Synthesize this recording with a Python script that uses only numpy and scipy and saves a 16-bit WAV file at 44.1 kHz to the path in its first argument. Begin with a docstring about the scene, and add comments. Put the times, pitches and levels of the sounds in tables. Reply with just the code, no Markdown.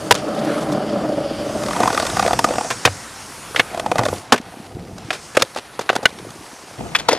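"""Skateboards on a paved square

Wheels rumble on rough ground and knock over joints; tails pop, boards land and shoes scuff. Noise pulses and
damped tones excite the resonances of two decks, the first of which fades into the second. Shaped noise makes
the street, the hissing fountain and the wind that buffets the microphone. The hardest peaks saturate.
Only the last part is in stereo: the board leads on the left, most of the background is partly correlated.
"""
import sys
import numpy as np
from scipy import signal
from scipy.fft import rfft, irfft, next_fast_len
from scipy.io import wavfile
from scipy.ndimage import uniform_filter1d, map_coordinates

SR = 44100
rng = np.random.default_rng(int(sys.argv[2]) if len(sys.argv) > 2 else 0)


def magnitude_from_level(level_db):
    """Linear magnitude for a level in decibels (20 dB per decade)."""
    exponent = np.asarray(level_db, float) / 20
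    return 10 ** exponent


def transcribe(signal):
    """Save signal, clipped to [-1, 1], as a 16-bit WAV file at the path in sys.argv[1]."""
    frames = np.atleast_2d(signal).T
    limited = np.clip(frames, -1, 1)
    pcm = np.round(limited * 32767).astype(np.int16)
    wavfile.write(sys.argv[1], SR, pcm)


N = 316638
TIME_S = np.arange(N) / SR

# Levels of separate events are nominal; each layer adds its own offset.
# single deep joints: [t/s, level/dB, knock f/Hz, treble level/dB re the level]
JOINTS = [(1.833, -10.5, 940, -10.5), (1.857, -10, 900, -23), (1.876, -7, 1010, -12.5),
          (1.903, -12, 790, -15), (1.999, -11, 650, -8), (2.278, -8.5, 655, -12), (2.309, -8, 720, -23),
          (1.976, -8.5, 1220, -11.5), (2.067, -19, 930, -0.5), (2.195, -6.5, 787, -12.5),
          (2.226, -9, 746, -13.5), (2.25, -6.5, 680, -30), (2.332, -5.5, 714, -14.5),
          (2.391, -6.5, 930, -7.5), (2.4435, -2.5, 1225, -11), (2.488, -12, 710, -17),
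          (2.583, -5.5, 730, -20), (2.646, -18, 640, -17), (3.746, -15.5, 692, -17.5),
          (3.775, -13, 666, -18), (3.797, -12, 643, -10.5), (3.862, -9.5, 837, -19.5),
          (3.916, -3, 718, -20), (3.957, -7, 650, -20.5), (3.983, -13, 695, -6), (3.992, -3.5, 720, -20.5),
          (4.012, -14, 596, -24), (4.035, -13.5, 674, -12), (4.054, -13, 620, -8), (4.062, -8, 584, -23),
          (4.085, -13, 480, -11.5), (4.128, -11, 508, -40), (4.138, -24.5, 517, -8.5)]
# runs over evenly laid bricks: [first t/s, last t/s, first level/dB, last level/dB, knock f/Hz, click level/dB]
BRICK_RUNS = [(1.636, 1.76, -20, -13.5, 634, -28.5), (1.804, 2.097, -9, -18, 600, -23),
              (2.171, 2.334, -11.5, -5, 672, -23.5), (2.485, 2.61, -13, -14.5, 740, -30.5),
              (6.291, 6.758, -38, -38.5, 910, -55)]
# first board crossing seams in the paving: [t/s, level/dB]
SEAMS = [(0.926, -4), (0.954, -9), (0.984, -4.5), (1.011, -5), (1.035, -13), (1.061, -11), (1.09, -1),
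         (1.121, -4), (1.146, -12), (1.171, -3), (1.203, -3.5), (1.253, -7.5), (1.305, -3.5), (1.397, -8),
         (1.458, -6.5), (1.554, -4)]
# pops, landings and bounces: [t/s, level/dB, truck clack/dB re level, treble/dB re level, contact length/s]
BLOWS = [(0.109, 10.5, -2.5, -7.5, 0.026), (0.122, 0.5, 8.5, 1.5, 0.011), (0.143, -17, -1, 7, 0.011),
         (0.151, -6, -14, -2, 0.014), (2.702, -15.5, -0.5, -5.5, 0.098), (2.851, 4.5, -0.5, -10, 0.044),
         (2.874, -4.5, -6, -28, 0.033), (3.547, -11.5, -19, -18, .02), (3.56, -16, 13.5, -24, 0.031),
         (3.595, 0.5, 4, -40, 0.035), (4.322, 5.5, -3, -10, 0.042), (4.34, -5, -15, -17, 0.044),
         (4.359, -18.5, 3.5, -11, 0.036), (4.377, -22.5, 4, -3, 0.036), (4.412, -34, -2, 2, .02),
         (4.981, -21.5, -5, -3, 0.017), (5.1046, -12, 10.5, -29, 0.02), (5.127, -37.5, 12.5, 9.5, 0.15),
         (5.348, -18, -4, -12, 0.065), (5.369, 4, -1.5, -11.5, 0.025), (5.421, 0, 3, 2.5, 0.017),
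         (5.547, -26, 3, 1, 0.015), (5.561, -10.5, -17, -10, 0.022), (5.792, -6, -12.5, -11, 0.021),
         (5.81, -17.5, -7, -7, 0.039), (5.891, -12.5, 15.5, -28, 0.019), (5.897, -3.5, 0, -32, 0.03),
         (5.929, -12, -19, -15, 0.021), (5.953, -9, -26, -6.5, 0.023), (5.962, 2.5, -22, -12, 0.013),
         (6.028, -20, -22, -11, 0.063), (6.055, 2.5, 9.5, -16, 0.021), (6.186, -29, 2, -2, 0.028),
         (6.304, -30, -3, 4, 0.018), (6.949, -20.5, 19, 3, 0.046), (6.962, -20, 12.5, 13, 0.013),
         (6.986, -31, 14, 13, 0.031), (6.997, -32.5, 12, 14, 0.027), (7.086, 0.5, -5, -3.5, 0.032),
         (7.112, -27, 15.5, 5, 0.041), (7.128, -7.5, -13, -2.5, 0.035)]
# the note that stands out of a hard blow, set by the spot that is struck: [t/s, level/dB, f/Hz]
BLOW_NOTES = [(0.109, 6, 980), (2.709, -9.5, 1054), (2.851, -1.5, 764), (3.594, -5, 2190),
              (4.322, -0.5, 1106), (5.106, -11.5, 743), (5.371, -0.5, 527), (5.423, -5, 547),
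              (5.891, -9.5, 1585), (6.054, 2, 1483), (6.953, -4, 3400), (7.088, -5.5, 464)]
# shoes and tail dragging: [start t/s, end t/s, level/dB]
SCUFFS = [(0.152, 0.198, -27.5), (3.568, 3.588, -23.5), (4.142, 4.19, -34), (5.105, 5.158, -30),
          (5.383, 5.45, -28), (5.567, 5.587, -26), (5.795, 5.847, -34.5), (5.895, 5.967, -35),
          (6.05, 6.1, -35), (6.983, 7.02, -35), (7.082, 7.173, -22.5)]
# soft low bumps of the wheels on smooth stone and far bricks: [t/s, level/dB, f/Hz]
BUMPS = [(3.509, -22, 414), (3.715, -21, 485), (4.4, -18.5, 234), (4.57, -24, 272), (4.6, -22.5, 216),
         (4.75, -23, 101), (4.768, -18.5, 345), (4.927, -25, 102), (4.957, -25, 202), (5.048, -24, 121),
         (5.086, -23, 282), (5.919, -19, 479), (5.99, -15.5, 441), (6.127, -27, 304), (6.179, -26, 338),
         (6.199, -23, 369), (6.226, -23, 299), (6.25, -17.5, 506), (6.269, -21, 344), (6.36, -27, 339),
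         (6.409, -25.5, 293), (6.531, -27, 273), (6.637, -27, 316), (6.711, -24, 528)]
# the whole deck flexing after a hard load: [t/s, level/dB, f/Hz]
FLEXES = [(2.884, -17.5, 94.5), (3.988, -11.5, 118), (4.058, -24, 102), (4.118, -21.5, 94),
          (4.323, -3, 247)]

# modes of the first deck with its trucks: [f/Hz, width/Hz, level/dB]
FIRST_DECK = [(157, 50, -6.5), (213, 95, 0), (298.6, 54, 3.5), (422, 128, -2.5), (578, 105, 2.5),
              (740, 65, -4), (1160, 470, -13.5)]
# modes of the second deck, which also serve every joint and blow: [f/Hz, width/Hz, level/dB]
SECOND_DECK = [(121, 22, -1.5), (207, 170, -10), (285, 280, -1.5), (505, 86, 3), (689, 304, 4.5),
               (1193, 196, -2.5), (1470, 170, -7), (1722, 936, -10), (2420, 294, -16), (2900, 500, -31.5)]
# resonances of the first board's spinning wheels: [f/Hz, width/Hz, relative level/dB]
BEARINGS = [(3100, 1150, 13), (4620, 970, 13.5)]
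# the rider leans into the turn and the first deck's hollow mode opens: [t/s, level/dB]
HOLLOW_LEVEL = [(.4, -2), (.75, -2), (.95, 1.5), (1.2, 6.5), (1.35, 1.5)]

# relative spectra of wind, street, fountain spray and fine fountain mist: [f/Hz, level/dB]
BUFFET_SPECTRUM = [(15, -42), (35, -1.5), (70, -1), (110, 1), (200, -1.5), (500, -9), (1000, -42)]
WASH_SPECTRUM = [(100, -21), (200, -19), (500, 15), (900, 18.5), (1500, 16), (2500, 11), (3300, 8),
                 (4500, 6.5), (6000, -27)]
SPRAY_SPECTRUM = [(2500, -40), (3500, -17), (4500, 5.5), (5500, 9), (7500, 6), (9500, 3), (11000, -39),
                  (12500, -50)]
MIST_SPECTRUM = [(7500, -7.5), (9500, 5), (10500, 2.5), (12000, -6), (13500, -2.5), (15000, -35),
                 (15600, -30)]
# relative spectra of hard cracks and of gritty shoe friction: [f/Hz, level/dB]
CRACK_SPECTRUM = [(2060, -32.5), (3500, 5), (3990, -0.5), (4930, 1.5), (10500, -8.5), (13900, -20),
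                  (15500, -69)]
SCUFF_SPECTRUM = [(180, -7), (300, 6.5), (891, 1), (1370, -3), (1780, -4), (4560, -6.5), (9750, -18),
                  (15500, -42)]

# levels of wheel rumble, wind and street: [t/s, level/dB]
ROLL_LEVEL = [(0, -22.5), (.3, -16.5), (.54, -14), (.88, -15), (1.12, -20), (1.36, -23.5), (1.68, -18.5),
              (2.0, -28), (2.26, -37), (2.52, -26), (2.66, -33), (2.88, -69), (3.6, -60), (3.72, -35.5),
              (3.94, -34), (4.0, -23), (4.1, -34.5), (4.18, -42), (5.041, -44), (5.3, -70), (5.82, -60),
              (5.96, -39.5), (6.5, -58), (6.775, -62), (6.79, -35), (6.96, -41), (7.18, -38)]
WIND_LEVEL = [(0, -39), (.3, -39), (1.5, -34), (2.0, -31.5), (2.35, -28.5), (2.66, -39.5), (3.45, -43.5),
              (3.75, -42), (3.94, -33), (4.12, -34), (4.2, -44), (4.35, -48), (4.68, -41.5), (4.76, -36.5),
              (5.04, -39.5), (5.58, -52), (6.1, -47.5), (6.3, -38.5), (6.55, -53.5), (6.775, -47),
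              (6.79, -33), (6.96, -35.5), (7.1, -46)]
STREET_LEVEL = [(0, -40.5), (.3, -41), (.54, -29), (.66, -40.5), (1.12, -41), (1.68, -34.5), (2.26, -29),
                (2.4, -36.5), (2.88, -36), (3.24, -39), (3.72, -36.5), (3.84, -43), (4.66, -46), (4.8, -83),
                (4.92, -59), (5.04, -43), (5.96, -43), (6.46, -45), (6.96, -41), (7.18, -41)]
# fountain: [t/s, spray level/dB, mist level/dB]
FOUNTAIN_LEVEL = [(0, -43, -46), (.3, -46.5, -52), (.58, -44, -45), (.86, -49.5, -54.5), (1.3, -48.5, -51),
                  (1.8, -33.5, -40.5), (2.26, -32, -41.5), (2.4, -35.5, -44), (2.66, -33.5, -45),
                  (3.05, -40, -47.5), (3.6, -43, -42.5), (3.84, -48, -50), (4.0, -44.5, -51),
                  (4.14, -40.5, -40), (4.32, -57, -63), (4.52, -54, -51.5), (4.66, -54, -53),
                  (4.8, -59, -62), (5.25, -43.5, -51.5), (5.8, -56.5, -52.5), (6.46, -47, -50.5),
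                  (6.96, -47.5, -53.5), (7.1, -56, -63)]
# left-right likeness of rumble, street and wind in the stereo part: [f/Hz, likeness from 0 to 1]
LIKENESS = [(60, .1), (130, 1), (600, 0.5), (3000, 0.07)]

SWAP_START_S, SWAP_END_S = 1.69, 1.786  # the first deck fades into the second
STEREO_S = 6.786
LEAD_S = 55e-6  # the board reaches the left port first
BRICK_S = 0.025  # nominal time from joint to joint
UNEVEN_S, UNEVEN_DB, UNEVEN_OCTAVES = 0.002, 2, 0.35  # standard deviations over a brick run
RING_DB, RING_FOLLOWS = 6, 0.71  # nose and tail ring more when the contact is brighter
STANCE_OCTAVES, STANCE_DB = 0.08, 2  # each blow finds the deck loaded differently
DAMPED = 2.0  # feet and ground widen the modes by this factor


def unit(x):
    """Normalises to a root-mean-square value of 1."""
    return x / np.sqrt(np.mean(x ** 2) + 1e-20)


def along(points, hz):
    """Interpolates (f, value) points along a logarithmic frequency axis."""
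    f, value = np.transpose(points)
    return np.interp(np.log(hz + 1), np.log(f + 1), value)


def filtered(x, response):
    """Linear filtering: the spectrum is multiplied by a complex response of frequency."""
    n = np.shape(x)[-1]
    padded = next_fast_len(n + SR // 4)
    hz = np.fft.rfftfreq(padded, 1 / SR)
    return irfft(rfft(x, padded) * response(hz), padded)[..., :n]


def coloured(x, spectrum):
    """Spectral shaping by the levels of a (f, level) table."""
    return filtered(x, lambda hz: magnitude_from_level(along(spectrum, hz)))


def resonant(x, modes):
    """Modal superposition: band-pass resonances, each applied twice so that the valleys stay dark."""
    def response(f):
        return sum(magnitude_from_level(db) * (1j * f * width / (centre ** 2 - f ** 2 + 1j * f * width)) ** 2
                   for centre, width, db in modes)
    return filtered(x, response)


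def wobble(rate):
    """Slow random modulation: a smooth curve through rate random knots a second."""
    knots = rng.standard_normal(int(N * rate / SR) + 4)
    return map_coordinates(knots, [np.arange(N) * rate / SR])


def ramp(t0, t1):
    """Linear transition from 0 before t0 to 1 after t1."""
    return np.interp(TIME_S, [t0, t1], [0, 1])


def curves(rows):
    """Piecewise linear envelopes, one for each column after the time."""
    s, *columns = np.transpose(rows)
    return [np.interp(TIME_S, s, column) for column in columns]


def bursts(times, db, attack, life, shape):
    """Impact envelopes: fast rise, 60 dB down after life seconds; shape over 1 holds, then drops."""
    envelope, t = np.zeros(N + SR), np.arange(SR // 4) / SR
    for s, level, length in np.broadcast(times, db, life):
        decay = magnitude_from_level(level - 60 * (t / length) ** shape)
        envelope[round(s * SR):][:len(t)] += decay * (1 - np.exp(-t / attack))
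    return envelope[:N]


def rings(times, db, hz, attack, t60):
    """Free vibration: one softly started, exponentially damped tone for each contact."""
    out, t = np.zeros(N + SR), np.arange(SR // 4) / SR
    for s, level, f, life in np.broadcast(times, db, hz, t60):
        envelope = magnitude_from_level(level - 60 * t / life) * (1 - np.exp(-t / attack))
        out[round(s * SR):][:len(t)] += envelope * np.sin(2 * np.pi * f * t)
    return out[:N]


def crack_noise():
    """Broadband radiation of hard contacts: bright noise of rms 1."""
    return unit(coloured(rng.standard_normal(N), CRACK_SPECTRUM))


def rush(spectrum, patchy_db):
    """Turbulence: noise of rms 1 with random gain in patches of time and frequency."""
    bins = signal.stft(rng.standard_normal(N), nperseg=512)[2]
    field = uniform_filter1d(rng.standard_normal(bins.shape), 6, 0)
    field = unit(uniform_filter1d(field, 12, 1))
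    noise = signal.istft(bins * magnitude_from_level(patchy_db * field), nperseg=512)[1][:N]
    return unit(coloured(noise, spectrum))


def wind():
    """Pressure fluctuation at the microphone: low noise modulated by gusts."""
    (level_db,) = curves(WIND_LEVEL)
    gusts = magnitude_from_level(1.0 * wobble(7.5))
    return magnitude_from_level(level_db) * unit(gusts * rush(BUFFET_SPECTRUM, patchy_db=1.5))


def street():
    """Diffuse street sound as a wash of shaped noise."""
    (level_db,) = curves(STREET_LEVEL)
    return magnitude_from_level(level_db) * rush(WASH_SPECTRUM, patchy_db=1.5)


def fountain():
    """Water noise as the sum of two bands: spray and, higher up, mist."""
    spray_db, mist_db = curves(FOUNTAIN_LEVEL)
    mist = rush(MIST_SPECTRUM, patchy_db=1.5)
    return magnitude_from_level(spray_db) * rush(SPRAY_SPECTRUM, patchy_db=2.0) + magnitude_from_level(mist_db) * mist


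def deck(force):
    """Forced vibration: the modes of the deck under way turn force into sound."""
    swap = ramp(SWAP_START_S, SWAP_END_S)
    first = force * (1 - swap)
    (hollow_db,) = curves(HOLLOW_LEVEL)
    steady = resonant(first, FIRST_DECK[:4] + FIRST_DECK[5:])
    hollow = resonant(first * magnitude_from_level(hollow_db), FIRST_DECK[4:5])
    return steady + hollow + resonant(force * swap, SECOND_DECK)


def rolling():
    """Roughness excitation: dense jolts and stray grit shake the deck; the first board's bearings sing."""
    (level_db,) = curves(ROLL_LEVEL)
    swap = ramp(SWAP_START_S, SWAP_END_S)
    jolts = rng.standard_normal(N) * magnitude_from_level(1.1 * wobble(40) + 2.5 * wobble(200))
    grains = (rng.random(N) < 60 / SR) * rng.laplace(0, 16, N)  # on average 60 a second
    grit = uniform_filter1d(grains * (0.15 + swap), size=24)  # soft wheels round each grain
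    rumble = magnitude_from_level(level_db) * unit(deck(jolts + grit))
    bearings = unit(resonant(rng.standard_normal(N), BEARINGS)) * (1 - swap)
    flicker = magnitude_from_level(2 * wobble(60) + 1.5 * wobble(8))
    bearings_db = -44.5 + 2.2 * (TIME_S > 0.72)  # a step up at 0.72 s
    return rumble + magnitude_from_level(bearings_db) * flicker * bearings


def grit_ticks():
    """Brittle fracture: small stones crack under the first board's wheels just after it lands."""
    when, size = rng.random((14, 2)).T
    ticks = bursts(0.28 + 0.47 * when, -44 + 7 * size, attack=0.00029, life=0.024, shape=4.2)
    return crack_noise() * ticks


def bumps():
    """Damped vibration: a push dies in about six cycles, a flexing deck booms for about twenty."""
    s, db, hz = np.transpose(BUMPS)
    push = -rings(s, db + 4.5, hz, attack=0.0014, t60=6.1 / hz)
    s, db, hz = np.transpose(FLEXES)
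    return push + rings(s, db, hz, attack=0.0047, t60=21 / hz)


def scuffs():
    """Friction noise: gritty sliding swells at once and fades as the shoe lifts to a faint residue."""
    stroke = 0
    for start, end, db in SCUFFS:
        knots = [start, start + 0.0054, (start + end) / 2, end + 0.019]
        stroke = stroke + magnitude_from_level(db) * np.interp(TIME_S, knots, [0.0081, 0.94, 0.9, 0.016])
    grit = rng.standard_normal(N) * magnitude_from_level(3.5 * wobble(300) + 2.5 * wobble(90))
    return stroke * unit(coloured(grit, SCUFF_SPECTRUM))


def seams():
    """Impulse response: each seam gives the first deck one short jolt and the wheels a tick."""
    s, db = np.transpose(SEAMS)
    jolt = resonant(-bursts(s, db + 15, attack=0.00015, life=0.0021, shape=0.95), FIRST_DECK)
    return jolt + crack_noise() * bursts(s, db - 35, attack=0.0005, life=0.018, shape=1.1)


def brick_runs():
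    """Near-periodic excitation: slightly uneven rows as in JOINTS, leaving deep joints their place."""
    rows = []
    for first, last, first_db, last_db, hz, click_db in BRICK_RUNS:
        count = round((last - first) / BRICK_S) + 1
        late, strong, high = rng.standard_normal((count, 3)).T
        s = np.linspace(first, last, count) + UNEVEN_S * late
        db = np.linspace(first_db, last_db, count) + UNEVEN_DB * strong
        rows += zip(s, db, hz * 2 ** (UNEVEN_OCTAVES * high), click_db - db)
    deep = np.array(JOINTS)[:, 0]
    return [row for row in rows if np.abs(deep - row[0]).min() > BRICK_S / 2]


def joints():
    """Impact excitation: a joint knocks at a stance-set pitch, jolts and rattles the deck, clicks wheels."""
    s, db, hz, treble_db = np.transpose(JOINTS + brick_runs())

    def shake(level_db):
        return rng.standard_normal(N) * bursts(s, level_db, attack=0.00033, life=0.012, shape=1.14)

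    far_edge = bursts(s + 0.0009, db + 13.0, attack=0.0001, life=0.00058, shape=1.07)
    edge = resonant(far_edge, SECOND_DECK[4:9])
    knock = rings(s, db + 1.5, hz, attack=0.00036, t60=0.031)
    hollow = resonant(shake(db + 14.5), SECOND_DECK[1:5])
    upper_db = RING_DB + RING_FOLLOWS * treble_db
    upper = resonant(shake(db + upper_db + 23.5), SECOND_DECK[5:])
    click = bursts(s - 0.002, db + treble_db + 4.0, attack=0.0018, life=0.031, shape=1.037)
    return knock + hollow + upper + edge + crack_noise() * click


def blows():
    """Modal impact: the ground thuds, the deck rings, the trucks clack, the contact cracks."""
    s, db, clack_db, treble_db, length = np.array(BLOWS).T
    length = np.clip(length, 0.008, 0.2)
    t = np.arange(SR // 5) / SR
    level = db[:, None]  # one row of samples for each blow

    def force(level_db, attack):
        decay = magnitude_from_level(level_db - 60 * (t / length[:, None]) ** 1.064)
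        return rng.standard_normal((len(s), len(t))) * decay * (1 - np.exp(-t / attack))

    modes = []
    for hz, width, mode_db in SECOND_DECK:
        pitch, gain = rng.standard_normal((2, len(s), 1))
        modes.append((hz * 2 ** (STANCE_OCTAVES * pitch), DAMPED * width, mode_db + STANCE_DB * gain))
    thud = resonant(force(level + 5, attack=0.0013), modes[:3])
    ring = resonant(force(level + 7.5, attack=0.0013), modes[3:7])
    clack = resonant(force(level + clack_db[:, None] + 18.5, attack=0.0022), modes[7:])
    touch = resonant(magnitude_from_level(level + 10.5 - 60 * t / 0.00049), modes[5:])  # the first instant of contact
    out = np.zeros(N + SR)
    for start, blow in zip(s, thud + ring + clack + touch):
        out[round(start * SR):][:len(t)] += blow
    crack = crack_noise() * bursts(s, db + treble_db - 0.5, attack=0.002, life=length, shape=1.074)
    s, db, hz = np.transpose(BLOW_NOTES)
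    return out[:N] + crack + rings(s, db, hz, attack=0.0018, t60=0.038)


def widen(board, around):
    """Interaural cues: at the end the board leads on the left and the background is partly correlated."""
    last = ramp(STEREO_S - 0.001, STEREO_S)

    def lead(hz):
        return np.exp(np.outer([1j, -1j], np.pi * hz * LEAD_S))

    def angle(hz):
        return np.arccos(np.clip(along(LIKENESS, hz), 0, 1)) / 2

    def scattered(hz):
        phase = np.cumsum(rng.normal(0, 0.03, len(hz)))
        return np.sin(angle(hz)) * np.exp(1j * phase)

    near = filtered(board * last, lead)
    mid = filtered(around * last, lambda hz: np.cos(angle(hz)))
    side = filtered(around * last, scattered) * last
    balance = magnitude_from_level([[1.3], [-1.3]])  # the left is stronger
    stereo = balance * (near + np.array([mid + side, mid - side]))
    return (board + around) * (1 - last) + stereo


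def scene():
    """Superposition of fountain, street, wind and boards; the fountain is the same in both channels."""
    water = fountain()
    around = wind() + street() + rolling()
    board = grit_ticks() + bumps() + scuffs() + seams() + joints() + blows()
    return widen(board, around) + water


def top_cut(x):
    """Nothing passes above the cut-off."""
    return signal.sosfilt(signal.butter(12, 15620, fs=SR, output="sos"), x)


def record(dry):
    """Transducer limits: first-order bass loss, saturation of the hardest blows and a finite bandwidth."""
    low_cut_hz, roll_off_hz, top_hz = 64, 15200, 15600
    thinned = filtered(dry, lambda hz: 1j * hz / (low_cut_hz + 1j * hz))
    clipped = thinned / (1 + np.abs(thinned / 0.99) ** 12) ** (1 / 12)
    mix = filtered(clipped, lambda hz: (hz < top_hz) / (1 + (hz / roll_off_hz) ** 12))
    return top_cut(mix)


dry = scene()
out = record(dry)
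transcribe(out)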